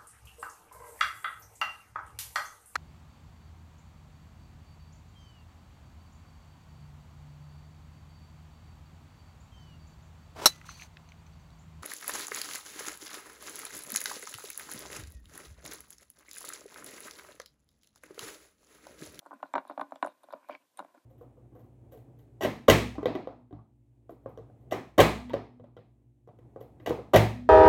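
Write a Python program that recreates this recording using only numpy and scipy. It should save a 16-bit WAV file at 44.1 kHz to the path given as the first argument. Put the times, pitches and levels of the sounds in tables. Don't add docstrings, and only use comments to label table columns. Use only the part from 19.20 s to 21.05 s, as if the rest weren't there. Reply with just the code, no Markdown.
import sys
import numpy as np
from scipy import signal
from scipy.fft import rfft, irfft
from scipy.io import wavfile

SR = 44100
rng = np.random.default_rng(int(sys.argv[2]) if len(sys.argv) > 2 else 0)


def log_audio(samples):
    frames = np.atleast_2d(samples).T
    limited = np.clip(frames, -1, 1)
    pcm = np.round(limited * 32767).astype(np.int16)
    wavfile.write(sys.argv[1], SR, pcm)


def gain_from_db(level_db):
    decades = np.asarray(level_db, float) / 20
    return 10 ** decades


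N = 81585

# t/s, peak level/dB, centre of the ring f/Hz, edge over ring level/dB
HOP_TAPS = [(0.019, -54, 660, -37), (0.028, -51, 644, -47), (0.053, -50, 1010, -32),
            (0.0604, -37, 1000, -45.5), (0.0655, -43, 1120, -24.5), (0.1085, -35.5, 930, -31),
            (0.1148, -36, 1000, -34), (0.1175, -38.5, 1020, -37), (0.1295, -35.5, 960, -41),
            (0.1368, -48, 1190, -12.5), (0.202, -50.5, 1000, -35), (0.2275, -35.5, 756, -7),
            (0.2291, -21.5, 870, -19.5), (0.232, -35, 810, -22), (0.2355, -43, 1390, -22),
            (0.257, -43, 775, -15), (0.3383, -18, 1000, -15), (0.3418, -44, 710, -6),
            (0.353, -16.5, 946, -17.5), (0.3562, -28, 791, -8.5), (0.3583, -17, 1025, -27.5),
            (0.3608, -22, 894, -33), (0.3636, -22.5, 634, -31), (0.3675, -38, 1464, -31),
            (0.372, -31, 617, -22), (0.3795, -20, 1034, -11.5), (0.386, -56.5, 972, 10),
            (0.451, -38.5, 880, -20.5), (0.4712, -45, 840, -32), (0.4973, -28, 865, -40.5),
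            (0.5015, -35, 980, -16), (0.51, -31, 790, -20.5), (0.5145, -41, 700, -47),
            (0.517, -43, 610, -37), (0.5195, -44.5, 620, -50), (0.5765, -22.5, 632, -21.5),
            (0.58, -29.5, 606, -25), (0.595, -24.5, 920, -15), (0.5966, -29, 773, -33),
            (0.5977, -23, 920, -28.5), (0.6113, -30, 1110, -7), (0.614, -19, 950, -17.5),
            (0.6195, -55, 1180, -11), (0.708, -48.5, 1054, -29), (0.721, -26, 730, -18.5),
            (0.758, -38, 616, -3.5), (0.767, -66.5, 638, 17)]
# t/s, peak level/dB, centre of the ring f/Hz, edge over ring level/dB
SHUFFLE_TAPS = [(0.8266, -14, 990, -15.5), (0.8297, -24, 1020, -32), (0.8322, -31.5, 1000, -6),
                (0.8452, -30.5, 1260, -24.5), (0.847, -37, 604, -39), (0.8485, -22, 610, -35.5),
                (0.8627, -30.5, 1000, -35), (0.871, -27, 630, -15), (0.88, -54.5, 650, 8),
                (1.033, -49.5, 1000, -38), (1.04, -44.5, 590, -55.5), (1.086, -41.5, 600, -21),
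                (1.105, -41.5, 1070, -26.5), (1.118, -54.5, 1060, -29), (1.1258, -34, 810, -25),
                (1.128, -39, 780, -32), (1.135, -26, 730, -42), (1.2285, -53.5, 1050, -20),
                (1.245, -52, 1030, -13), (1.287, -40, 740, -15), (1.292, -37, 846, -32),
                (1.2955, -25, 704, -24.5), (1.2988, -41.5, 706, -32.5), (1.3075, -55, 690, -7),
                (1.344, -44, 745, -33), (1.3505, -40.5, 895, -5), (1.5903, -32.5, 876, -11.5),
                (1.592, -26.5, 995, -36.5), (1.601, -28.5, 950, -34.5), (1.614, -74, 654, -28),
                (1.625, -39.5, 640, -42), (1.647, -39.5, 600, -17.5), (1.747, -48.5, 604, -54.5),
                (1.76, -73.5, 560, -32), (1.7765, -51, 1160, -21.5)]
# t/s, peak level/dB, centre f/Hz
HEAD_TICKS = [(0.053, -64, 10400), (0.0633, -54, 8220), (0.138, -59, 9070), (0.228, -51, 6350),
              (0.336, -51, 7400), (0.359, -48.5, 7600), (0.4775, -51.5, 11100), (0.497, -56.5, 10300),
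              (0.595, -61, 6850), (0.6084, -55, 10800), (0.614, -54, 10100), (0.709, -59.5, 6500),
              (0.7558, -57, 6700), (0.826, -43, 8500), (0.846, -48, 7300), (0.8615, -45, 9350),
              (0.8735, -53, 10200), (1.033, -53.5, 10200), (1.04, -60.5, 10400), (1.1033, -65.5, 10200),
              (1.125, -51.5, 11900), (1.287, -50.5, 12700), (1.5729, -43, 9360), (1.5823, -52.5, 9250),
              (1.591, -43.5, 8260), (1.6457, -63.5, 10600), (1.7459, -64.5, 7550)]
# t/s, peak level/dB, centre f/Hz
HIT_CRACKS = [
    (0.3387, -37, 2350),
    (0.3538, -34, 3900),
    (0.3803, -52, 3900),
    (0.5771, -48, 3800),
    (0.6125, -39, 3800),
    (0.8269, -37.5, 3900),
    (1.137, -49.5, 2350),
    (1.5905, -43.5, 3550),
    (1.7775, -66, 2000),
]
# t/s, peak level/dB, centre f/Hz
SLIDE_CATCHES = [
    (1.3002, -48, 2300),
    (1.3078, -46, 2300),
    (1.3292, -46, 2500),
    (1.3502, -37, 2600),
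]
# f/Hz, level/dB, time to fade by 60 dB t/s
BODY_MODES = [(598, -15.5, 0.047), (680, 10, 0.02), (790.7, 10.5, 0.016), (945.3, 11.5, 0.017),
              (1033, -9.5, 0.041), (1050, -21, 0.0033), (1453, 7, 0.029), (1414, -34, 0.014),
              (1510, -37.5, 0.0073), (1186, -40, 0.0081)]
# f/Hz, level/dB, time to fade by 60 dB t/s
TABLE_MODES = [(178.3, -1, 0.11), (280.2, -4.5, 0.13), (307.5, -4, 0.068), (359.4, -2, 0.04),
               (609.5, -0.5, 0.078)]
# f/Hz, level/dB, time to fade by 60 dB t/s
SHELL_MODES = [(2000, 1, 0.0022), (2350, 4.5, 0.017), (2800, 2.5, 0.0086), (3610, 10, 0.0034),
               (3900, -12.5, 0.0074), (3990, -15.5, 0.003), (4700, -15, 0.005), (5530, 1.5, 0.0075)]
# f/Hz, level/dB, time to fade by 60 dB t/s
JOINT_MODES = [(3800, 5.5, 0.013), (5550, 0, 0.00075), (7356, -2.5, 0.0076), (9020, -2, 0.007),
               (10200, 4, 0.0047), (10750, 2, 0.0015), (12580, 0, 0.0044), (15600, 8.5, .003)]
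# t/s, level/dB
RUB_LEVEL = [(0.0, -68), (0.158, -63), (0.488, -62.5), (0.556, -61), (0.746, -62.5), (0.854, -66.5),
             (0.949, -67), (1.225, -63.5), (1.39, -98), (1.618, -61), (1.802, -68), (1.85, -75)]
# f/Hz, width f/Hz, level/dB
RUB_TONE = [(300, 160, 3), (515, 90, -1.5), (1000, 51, 3), (1416, 140, -2.5), (2350, 83, -11),
            (3700, 200, -16.5)]
# start t/s, length t/s, level/dB, squeak f/Hz, squeak over rub level/dB
SHORT_SCRAPES = [(0.135, 0.025, -71, 229, 14), (0.249, 0.03, -81, 3900, 3),
                 (0.468, 0.057, -67.5, 3800, -6.5), (0.876, 0.044, -66, 3700, -13.5),
                 (1.034, .01, -72, 3700, 1), (1.105, 0.036, -75, 3800, 3),
                 (1.124, 0.0058, -69.5, 4460, 6.5), (1.153, 0.036, -76.5, 1000, 14),
                 (1.226, 0.08, -73, 2350, -4.5), (1.307, 0.0496, -53, 2390, -9),
                 (1.319, 0.017, -70.5, 2920, 9.5), (1.283, 0.081, -80, 4230, 4.5),
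                 (1.398, 0.056, -75, 282, -6), (1.573, 0.025, -61.5, 3900, -9),
                 (1.586, 0.027, -63, 2660, -7), (1.741, 0.036, -71.5, 283, 13),
                 (0.06, 0.015, -82.5, 4170, 2), (0.611, 0.018, -89, 11500, 9),
                 (0.824, 0.067, -85.5, 9000, 7), (1.575, 0.04, -85.5, 10000, 9),
                 (1.283, 0.032, -89, 12400, 10), (1.399, 0.026, -87.5, 2600, 8),
                 (0.355, 0.035, -83, 3800, 4)]
# f/Hz, level/dB (per Hz)
HISS_COLOUR = [(40, -22.5), (110, -2.5), (746, -0.5), (1140, -4.5), (2220, -8), (3140, -5.5), (4560, -7.5),
               (15000, -9.5)]

RISE_S = 0.0004
LAG_S = 0.0005


def place(out_len, t_s, sound):
    out = np.zeros(out_len + len(sound))
    i = int(max(t_s, 0) * SR)
    out[i:i + len(sound)] = sound
    return out[:out_len]


def ring(modes, focus_hz, focus_oct, chance, rattle_s=0, rise_s=RISE_S):
    hz, db, t60 = np.array(modes, float).T[:, :, None]
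    level_chance, pitch_chance = chance[:len(hz), None], chance[-len(hz):, None]
    t = np.arange(5000) / SR
    octaves_off = np.log2(hz / focus_hz)
    db = db + 2.5 * level_chance - 6 * np.minimum((octaves_off / focus_oct) ** 2, 2.6)
    hz = hz * (1 + 0.02 * pitch_chance)
    fade = np.exp(-np.log(1000) * t / t60)
    y = -(gain_from_db(db) * np.sin(2 * np.pi * hz * t) * fade).sum(axis=0)
    if rattle_s:
        rattle = chance * np.exp(-t[:len(chance)] / rattle_s)
        y = signal.fftconvolve(y, rattle)[:len(t)]
    else:
        y = y * (1 - np.exp(-(t / rise_s) ** 2))
    return y / np.abs(y).max()


def band(x, hz, width_hz):
    return signal.lfilter(*signal.iirpeak(hz, hz / width_hz, fs=SR), x)


def taps(table):
    board_db, shell_db, softer_per_db = -10.5, -3, 0.28
    chance = rng.standard_normal((len(table), 800))
    y = 0
    for (s, db, hz, edge_db), c in zip(table, chance):
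        rise_s = RISE_S * max(gain_from_db(-softer_per_db * (edge_db + 15)), 1)
        body = ring(BODY_MODES, hz, 0.42, c, rise_s=rise_s)
        board = ring(TABLE_MODES, 270.0, 5.6, c[50:], rise_s=rise_s)
        wood = body + gain_from_db(board_db) * board
        edge = gain_from_db(edge_db + shell_db) * ring(SHELL_MODES, 4100.0, 5.6, c, rattle_s=0.0006)
        wood_start_s = s + LAG_S + RISE_S - rise_s
        y = y + gain_from_db(db) * (place(N, wood_start_s, wood) + place(N, s + LAG_S, edge))
    return signal.sosfilt(signal.butter(5, 4700, fs=SR, output="sos"), y)


def ticks():
    chance = rng.standard_normal((len(HEAD_TICKS), 800))
    y = 0
    for (s, db, hz), c in zip(HEAD_TICKS, chance):
        click = ring(JOINT_MODES, hz, 0.15, c, rattle_s=0.0017)
        y = y + place(N, s, gain_from_db(db) * click)
    return y


def drag():
    grains_per_s, grain_spread_db, biggest_grain = 1700, 3.5, 2.5
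    rub_db, squeak_q = -5, 5.5
    attack_s, fade_s = 0.0019, 0.005
    hit = rng.random(N) < grains_per_s / SR
    size = np.minimum(rng.exponential(size=N), biggest_grain)
    sign = np.sign(rng.standard_normal(N))
    grains = hit * gain_from_db(grain_spread_db * size) * sign

    rub = 0
    for hz, width_hz, db in RUB_TONE:
        wide_hz = 2.75 * width_hz
        tone = band(band(grains, hz, wide_hz), hz, wide_hz)
        rub = rub + gain_from_db(db) * tone / np.sqrt(width_hz)
    rub = rub / rub.std()

    t = np.arange(N) / SR
    s, db = np.array(RUB_LEVEL).T
    y = rub * gain_from_db(rub_db + np.interp(t, s, db))
    for start, length, level_db, hz, squeak_db in SHORT_SCRAPES:
        attack = np.clip((t - start) / attack_s, 0, 1)
        fade = np.exp(-np.maximum(t - start - length, 0) / fade_s)
        squeak = band(band(grains, hz, hz / squeak_q), hz, hz / squeak_q)
        squeak = squeak / squeak.std()
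        y = y + attack * fade * gain_from_db(level_db) * (rub + gain_from_db(squeak_db) * squeak)
    return y


def snaps():
    events = SLIDE_CATCHES + HIT_CRACKS
    chance = rng.standard_normal((len(events), 800))
    y = 0
    for (s, db, hz), c in zip(events, chance):
        crack = ring(SHELL_MODES, hz, 0.5, c, rise_s=0.0002)
        y = y + place(N, s, gain_from_db(db) * crack)
    return signal.sosfilt(signal.butter(8, 4400.0, fs=SR, output="sos"), y)


def room(x):
    t60_s, gap_s, move_s = 0.14, 0.004, 0.02
    level_db, top_hz = -12.5, 6900
    t = np.arange(int(0.35 * SR)) / SR
    fade = np.exp(-np.log(1000) * t / t60_s) * (1 - np.exp(-(t / gap_s) ** 2))
    hop = int(move_s * SR)
    out = np.zeros(N + len(t) + 4 * hop)
    x = np.pad(x, (hop, 2 * hop))
    for i in range(0, N + hop, hop):
        piece = x[i:i + 2 * hop] * np.hanning(2 * hop)
        reflections = fade * rng.standard_normal(len(t))
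        wet = signal.fftconvolve(piece, reflections)
        out[i:i + len(wet)] += wet
    out = signal.lfilter(*signal.butter(1, top_hz, fs=SR), out[hop:hop + N])
    return gain_from_db(level_db) * out / np.sqrt(np.sum(fade ** 2))


def hiss():
    hz, db = np.array(HISS_COLOUR).T
    f = np.maximum(np.fft.rfftfreq(N, 1 / SR), 1)
    colour = gain_from_db(np.interp(np.log(f), np.log(hz), db))
    y = irfft(rfft(rng.standard_normal(N)) * colour, N)
    return y / y.std() * gain_from_db(-77.5)


def microphone(toy):
    heard = toy + room(toy)
    near = signal.sosfilt(signal.butter(7, 240, "high", fs=SR, output="sos"), heard)
    near = near - band(near, 444.4, 124)
    thump_band = signal.butter(2, [45.0, 110.0], "band", fs=SR, output="sos")
    thump = gain_from_db(-16) * signal.sosfilt(thump_band, toy ** 2)
    return near + thump - thump.mean()


def scene():
    toy = taps(HOP_TAPS) + taps(SHUFFLE_TAPS) + ticks() + drag() + snaps()
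    return (microphone(toy) + hiss())[None]


def low_pass(x):
    return signal.sosfilt(signal.butter(12, 15770, fs=SR, output="sos"), x)


def record(dry):
    treble_cut = signal.ellip(6, 0.5, 40, 15000, fs=SR, output="sos")
    mix = signal.sosfilt(treble_cut, dry)
    return low_pass(mix)


dry = scene()
out = record(dry)
log_audio(out)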